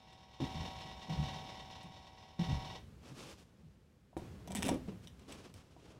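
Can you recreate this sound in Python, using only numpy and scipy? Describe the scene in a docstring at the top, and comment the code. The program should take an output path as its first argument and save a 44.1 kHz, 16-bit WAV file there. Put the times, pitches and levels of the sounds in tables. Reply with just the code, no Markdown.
"""First you hear a pocket label printer feeding a label: a motor whine with rattling gears.
Now and then the wooden table under it judders dully. The motor stops, an arm reaches over with a
rustle, and fingers tear the label off tooth by tooth, with a few bumps, and turn it around.
A noise gate (an automatic volume control) opens on each low thump and then sinks slowly shut,
so the whole sound, with the rumble of the small room, jumps up and fades back."""
import sys
import numpy as np
from scipy import signal
from scipy.fft import rfft, irfft
from scipy.io import wavfile
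from scipy.ndimage import map_coordinates

SR = 44100
rng = np.random.default_rng(int(sys.argv[2]) if len(sys.argv) > 2 else 0)


def dump_mix(stems):
    """Bounce the given channels to the path in sys.argv[1] as a 16-bit WAV at rate SR."""
    frames = np.atleast_2d(stems).T  # one column per channel
    limited = np.clip(frames, -1, 1)  # hard clip at full scale
    pcm = np.round(limited * 32767).astype(np.int16)
    wavfile.write(sys.argv[1], SR, pcm)


N = 264159
T = np.arange(N) / SR  # the time of each sample, in seconds
HZ = np.fft.rfftfreq(N, 1 / SR)  # the frequencies that tone curves are drawn on

# How loud the motor runs. Each row: time in seconds, level change in dB.
FEED_LEVEL = [(0, -1.5), (.4, -1.5), (1.1, -1), (1.8, -0.15), (2.3, -2), (2.75, -1.1)]
# The pure tones in the whine. Each row: multiple of the shaft's turning rate, relative level in dB.
WHINE_TONES = [(13, -70), (15, -61), (17, -58), (20, -48.5), (22, -61), (23, -55.5), (25, -52.5), (26, -71),
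               (28, -78), (29, -58), (30, -77), (34, -69), (40, -73), (55, -69), (60, -61), (91, -66),
               (100, -62.5), (140, -61)]
# Off-centre wheels load the gears once a turn.
# Each row: turns per second, time of one tight spot in seconds, level swing in dB.
GEAR_WHEELS = [(4.3, 0.14, 2), (8.65, .105, 1.6), (19.03, 0.032, 1.64)]
# The tone of the rattle, heard through the case. Each row: frequency in Hz, relative level in dB.
GEAR_SPECTRUM = [(200, -1.5), (500, -2.5), (700, 1), (1080, 1.5), (1220, -11.5), (1700, -8.5), (2500, -6.5),
                 (3000, -1.5), (4300, -5.5), (4800, -12), (5700, -10.5), (6500, -16), (9000, -26.5),
                 (16000, -40.5)]
# Pitches that the case boosts or swallows. Each row: frequency in Hz, width in Hz, boost in dB.
CASE_RESONANCES = [(1937, 49, 10), (2296, 52, 2), (2777, 44, 7.5), (2990, 22, 6.5), (3380, 80, 0.5),
                   (3380, 50, -3), (3653, 142, 9.5), (4020, 61, -3.5), (4390, 79, 2), (5123, 41, 10.5),
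                   (5420, 270, 7), (5870, 37, 9.5)]

def motor(step_hz=761.2, steps_per_turn=20, stop_s=2.769, whine_db=-1, gears_db=-50, repeating=.54):
    """A stepper motor moves in tiny steps: it sings on multiples of its shaft rate and rattles gears."""
    turns = np.cumsum(step_hz / steps_per_turn * (1 + .0009 * drift(14))) / SR
    whine = np.zeros(N)
    for multiple, db in WHINE_TONES:
        waver = 1 + .1 * drift(18)
        whine += amp(db) * waver * np.cos(2 * np.pi * (round(multiple) * turns + rng.random()))
    # the same teeth meet again every second turn, so part of the rattle repeats
    teeth = irfft(np.exp(2j * np.pi * rng.random(round(SR * steps_per_turn / step_hz))))
    looped = unit(map_coordinates(teeth, [(turns / 2 % 1) * len(teeth)], order=3, mode="grid-wrap"))
    rattle = np.sqrt(repeating) * looped + np.sqrt(1 - repeating) * rng.standard_normal(N)
    coil_cycles = turns * steps_per_turn / 4  # the motor's coils go through one cycle in four steps
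    rattle *= (1 + .24 * np.cos(2 * np.pi * turns)) * (1 + .22 * np.cos(2 * np.pi * coil_cycles))
    run_down_db = 380 * np.clip(T - stop_s, 0, .5)  # once stopped, it fades by 380 dB a second
    running = amp(np.interp(T, *np.transpose(FEED_LEVEL)) - run_down_db)
    drag_db = sum(db * np.cos(2 * np.pi * rate * (T - tight)) for rate, tight, db in GEAR_WHEELS)
    rattle *= running * amp(gears_db + drag_db + .8 * drift(50))
    rattle = colour(rattle, read(GEAR_SPECTRUM, HZ) + boosts(CASE_RESONANCES))
    return running * amp(whine_db) * whine + rattle + amp(-7) * room_echo(rattle)


# Dull judders of table and printer. Each row: start in seconds, length in seconds, level in dB,
# starting pitch in Hz, level of the first overtone against the main tone in dB.
TABLE_JUDDERS = [(0.406, .06, -37, 159.3, 1.5), (.545, 0.11, -42, 90.4, -1), (1.085, .07, -38, 167.4, -21),
                 (1.174, 0.086, -35, 82.4, 3), (1.84, .075, -44, 164.3, -15.5),
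                 (2.389, 0.048, -34.5, 182.6, -24), (2.486, .05, -36.5, 126.6, -11),
                 (2.514, 0.086, -37.5, 79.6, -2.5), (3.094, 0.086, -46, 136.4, -5.5),
                 (3.632, 0.071, -43.5, 176.5, -20), (4.484, 0.067, -43, 199, -14),
                 (4.55, 0.061, -38.5, 224.5, -25), (4.653, 0.068, -39.5, 257.7, -21),
                 (4.714, 0.026, -30, 321.5, -13), (4.741, 0.033, -40, 317, -14),
                 (4.881, 0.079, -43.5, 229.3, -15), (5.545, 0.071, -43.5, 96.1, -8.5),
                 (5.95, .046, -46, 130, -9)]

def judders(sag=.13, jitter=.0973, roughness=.31, rise_s=.0054, db_per_overtone=-14):
    """Surfaces stick and slip in short groans: a shaky low tone with overtones, sagging in pitch."""
    out, wobble, slips = np.zeros(N), drift(160), drift(130)
    for start, length, db, first_hz, overtone_db in TABLE_JUDDERS:
        t = np.arange(0, length, 1 / SR)
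        hz = first_hz * (1 - sag * t / length) * (1 + jitter * np.interp(start + t, T, slips))
        phase = 2 * np.pi * np.cumsum(hz) / SR
        overtones = sum(amp(overtone_db + db_per_overtone * (k - 2)) * np.cos(k * phase)
                        for k in range(2, 5))
        tone = overtones - np.sin(phase)
        swell = (1 - np.exp(-t / rise_s)) * np.sqrt(1 - t / length)
        add(out, start, amp(db) * unit(tone * swell))
    return out * (1 + roughness * wobble)


# Sharp thuds: the first three start table judders, the later ones are fingers bumping the printer.
# Each row: start in seconds, level in dB, shell ring against thud in dB.
SHARP_THUDS = [(0.4017, -22.5, -8), (1.094, -29, -10), (2.3916, -24.5, -8), (4.13, -51, 23),
               (4.1669, -18.5, -7.5), (4.477, -35.5, 9.5), (4.506, -36, 13), (4.552, -38.5, 10),
               (4.689, -26.5, 12), (4.705, -50, 2), (4.877, -42, 3), (5.288, -49, -5), (5.765, -30, 3)]
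# The tones of the printer thudding on the table, then those of its ringing shell.
# Each row: pitch in Hz, relative level in dB, seconds to fade by 60 dB.
THUD_TONES = [(176, -10.5, 0.045), (327, 5, 0.017), (503, 3.5, 0.011)]
SHELL_TONES = [(637, -11.5, 0.068), (697, -3, 0.026), (801, -22, 0.15), (946, -18.5, 0.14)]

def thuds(contact_s=.0008):
    """The printer thuds on the table and its shell rings."""
    out, t = np.zeros(N), np.arange(SR // 4) / SR
    thud, shell = ring(THUD_TONES, t), ring(SHELL_TONES, t)
    soft_start = 1 - np.exp(-t / contact_s)
    for start, db, shell_db in SHARP_THUDS:
        add(out, start, amp(db) * soft_start * (thud + amp(shell_db) * shell) / 2)
    return out


# Tugs that rip the label along the cutter. Each row: start in seconds, length in seconds, level in dB.
LABEL_TUGS = [(4.475, 0.013, -40), (4.519, .01, -38), (4.5501, .044, -31), (4.6241, 0.025, -32),
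              (4.651, 0.013, -38.5), (4.662, 0.017, -36), (4.683, .018, -30.5)]

def tooth_snaps(tooth_gap_s=.0056, decay_ms=1.95, slack_db=-17.5, scatter_db=1.8):
    """Lists the snaps as each tug pulls the paper over tooth after tooth, weaker as it goes slack."""
    rows = []
    for start, length, db in LABEL_TUGS:
        gaps, sizes = rng.standard_normal(size=(2, 24))
        delays = tooth_gap_s * np.cumsum(np.r_[0, np.exp(.12 * gaps)])  # slightly uneven spacing
        for delay, size in zip(delays, sizes):
            if delay < length:
                snap_db = db + slack_db * (delay / length) ** 2 + scatter_db * size
                rows.append((start + delay, snap_db, decay_ms))
    return rows


# Single snaps of the paper. Each row: start in seconds, level in dB, decay time in milliseconds.
SINGLE_SNAPS = [(.13, -54, 12), (1.831, -52, 14), (4.166, -56, 16), (4.504, -46.5, 6.7), (4.742, -51, 3.7),
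                (4.878, -60, 3.9), (5.073, -44.5, 6), (5.194, -50, 2.5), (5.287, -53, 3.4),
                (5.322, -36, 4.3), (5.541, -36, 1.3)]
# The tone of snapping paper. Each row: frequency in Hz, relative level in dB.
PAPER_SPECTRUM = [(300, -5), (900, 2), (1400, -9.5), (2500, 2.5), (3600, 2.5), (4600, -9), (6000, -1),
                  (7200, -8.5), (8200, -3.5), (10000, -5.5), (12500, -14), (16000, -17)]
# Ringing of the taut label and the cutter. Each row: frequency in Hz, width in Hz, boost in dB.
CUTTER_RESONANCES = [(1860, 150, 9.5), (2343, 74, 8.5), (2920, 82, -1), (3600, 170, 2.5), (5360, 200, 4),
                     (5960, 130, 0), (7930, 420, 7.5), (9250, 230, 2)]

def paper_snaps(grain_db=6, ring_db=3, sharpness=45):
    """Paper gives way along the toothed edge in bursts of breaking fibres."""
    out, t = np.zeros(N), np.arange(SR // 10) / SR
    fibres = unit(rng.standard_normal(N) * amp(grain_db * drift(4000)))
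    for start, db, decay_ms in SINGLE_SNAPS + tooth_snaps():
        force = np.exp(-1000 * t / decay_ms)
        burst = force * fibres[round(start * SR):][:len(t)]
        # the free length of the label changes, so each snap rings at its own pitches
        pitches_hz = rng.uniform(2460, 11540, size=4)
        rings = sum(signal.lfilter(*signal.iirpeak(hz, sharpness, SR), burst) for hz in pitches_hz)
        burst = burst + amp(ring_db) * rings
        add(out, start, amp(db) * burst * np.linalg.norm(force) / np.linalg.norm(burst))
    return colour(out, read(PAPER_SPECTRUM, HZ) + boosts(CUTTER_RESONANCES))


# Strokes of arm, fingers and label. Each row: start in seconds, length in seconds,
# rise time in seconds, level in dB, brightness in dB per octave.
RUB_STROKES = [(2.956, 0.15, 0.13, -46.5, -0.8), (3.085, 0.24, 0.095, -42, 0.38),
               (3.357, 0.054, 0.028, -48.5, 1), (3.44, 0.3, 0.046, -62, -1.5),
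               (4.165, 0.32, .02, -61.5, -3.5), (4.42, 0.19, 0.12, -52, -3.5),
               (4.622, .11, 0.036, -44.5, -4.5), (4.871, 0.018, 0.013, -50, -4.5),
               (5, 0.043, 0.045, -58, 1.5), (5.133, 0.16, 0.056, -58.5, -1.5),
               (5.274, 0.2, 0.011, -45, -0.8), (5.536, 0.041, .015, -47, .5),
               (5.58, 0.23, 0.026, -55.5, -0.5), (5.741, 0.18, 0.12, -47, -1),
               (5.91, .08, 0.035, -51.5, -3)]
# The tone of the rubbing. Each row: frequency in Hz, relative level in dB.
RUB_SPECTRUM = [(40, -10), (100, -3.5), (200, 3.5), (450, 1), (750, -5.5), (1150, -7), (1900, -13),
                (2700, -9), (4300, -13), (5500, -13), (10500, -23.5), (15500, -37)]

def rubs(grain_db=1.2, clump_db=1.5, release_s=.034):
    """Friction makes a grainy hiss: each stroke swells and dies away with its own brightness."""
    grains = unit(rng.standard_normal(N) * amp(grain_db * drift(1500) + clump_db * drift(70)))
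    hz, t, bands = signal.stft(colour(grains, read(RUB_SPECTRUM, HZ)), SR, nperseg=512)
    octaves = np.log2(np.maximum(hz, 200) / 1500)[:, None]  # brightness tilts around 1500 Hz
    power = 0
    for start, length, rise, db, bright_db in RUB_STROKES:
        swell = np.clip((t - start) / rise, 0, 1) ** 2
        fade = np.exp(-np.maximum(t - start - length, 0) / release_s)
        power = power + (swell * fade * amp(db + bright_db * octaves)) ** 2
    return signal.istft(bands * np.sqrt(power), SR, nperseg=512)[1][:N]


# How long the room's echo lasts. Each row: frequency in Hz, seconds to fade by 60 dB.
ECHO_TIMES = [(100, 0.7), (500, 0.29), (3000, 0.27), (8000, 0.2), (15000, 0.28)]

def room_echo(x, echoes_per_s=3000, first_echo_s=.004):
    """Sound bounces around a small room, and each band of frequencies dies at its own speed."""
    count = SR // 2
    echoes = rng.standard_normal(count) * (rng.random(count) < echoes_per_s / SR)
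    echoes *= T[:count] > first_echo_s
    hz, t, bands = signal.stft(echoes, SR, nperseg=256)
    fade = amp(-60 * t / read(ECHO_TIMES, hz)[:, None])
    tail = signal.istft(bands * fade, SR, nperseg=256)[1]
    return signal.oaconvolve(x, tail / np.linalg.norm(tail))[:N]


# The tone of the room's background noise. Each row: frequency in Hz, relative level in dB.
RUMBLE_SPECTRUM = [(15, -46), (25, -26), (42, -16.5), (62, 0), (140, -5), (200, -6), (290, -14.5),
                   (370, -17.5), (510, -18.5), (620, -25.5), (1200, -29.5), (3000, -34.5), (7000, -40.5),
                   (15800, -50)]

def room_rumble(level_db=-49.5):
    """The room has a steady low rumble with a faint hiss."""
    return amp(level_db) * colour(rng.standard_normal(N), read(RUMBLE_SPECTRUM, HZ))


def amp(db):
    """Turns decibels into a number to multiply a sound by."""
    return 10 ** (np.asarray(db) / 20)


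def unit(x):
    """Scales a signal so that its average size (rms) is 1."""
    return x / np.sqrt(np.mean(x ** 2) + 1e-20)


def read(points, hz):
    """Reads between the rows of a frequency table, with the frequencies spaced as pitches."""
    row_hz, values = np.transpose(points)
    return np.interp(np.log(hz + 1), np.log(row_hz + 1), values)


def boosts(resonances):
    """The dB that a set of resonances adds at each frequency in HZ."""
    return sum(db / (1 + (2 * (HZ - hz) / width) ** 2) for hz, width, db in resonances)


def ring(tones, t):
    """A struck object rings with pure tones, each fading at its own speed."""
    return sum(amp(db - 60 * t / fade_s) * np.sin(2 * np.pi * hz * t) for hz, db, fade_s in tones)


def colour(x, db, size=8192):
    """Shapes a sound's tone with a dB value for each frequency in HZ; white noise keeps its power."""
    log_gain = np.log(unit(amp(np.maximum(db, db.max() - 90))))
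    cepstrum = irfft(np.interp(np.fft.rfftfreq(size, 1 / SR), HZ, log_gain))
    # folding onto the first half makes the filter ring only after a sound, never before it
    cepstrum[1:size // 2] *= 2
    cepstrum[size // 2 + 1:] = 0
    click_response = irfft(np.exp(rfft(cepstrum)))[:size // 2]
    return signal.oaconvolve(x, click_response)[:N]


def drift(rate_hz):
    """Wanders at random, reaching a new value rate_hz times a second; its average size is 1."""
    values = rng.standard_normal(N // 4)
    return unit(np.interp(T * rate_hz, np.arange(len(values)), values))


def add(mix, start, sound):
    """Mixes a sound in at a start time in seconds."""
    part = mix[max(round(start * SR), 0):][:len(sound)]
    part += sound[:len(part)]


def scene(sharp_echo_db=-10, dull_echo_db=-13):
    """Printer, table and hand sound together in a small room, on one channel."""
    sharp, dull = paper_snaps() + thuds(), judders()
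    direct = motor() + rubs() + sharp + dull
    echo = room_echo(amp(sharp_echo_db) * sharp + amp(dull_echo_db) * dull)
    return (direct + echo + room_rumble())[None]


def record(dry, threshold=.023, knee=.006, shut_db=-15, attack_s=.00045, release_s=.33, top_hz=15900):
    """A noise gate opens fast on low thumps and closes slowly; then the highest treble is cut."""
    lows = abs(signal.sosfilt(signal.butter(2, 600, fs=SR, output="sos"), dry[0]))
    opened = np.clip((lows - threshold) / knee, 1e-9, 1)
    # each opening dies away until a stronger one takes over
    held = np.exp(np.maximum.accumulate(np.log(opened) + T / release_s) - T / release_s)
    pole = np.exp(-1 / (attack_s * SR))
    smoothed = signal.lfilter([1 - pole], [1, -pole], held)
    gain = amp(shut_db) + (1 - amp(shut_db)) * smoothed
    treble_cut = signal.firwin(511, top_hz, window=("kaiser", 9), fs=SR)
    return signal.oaconvolve(dry * gain, treble_cut[None], "same")


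dry = scene()
out = record(dry)
dump_mix(out)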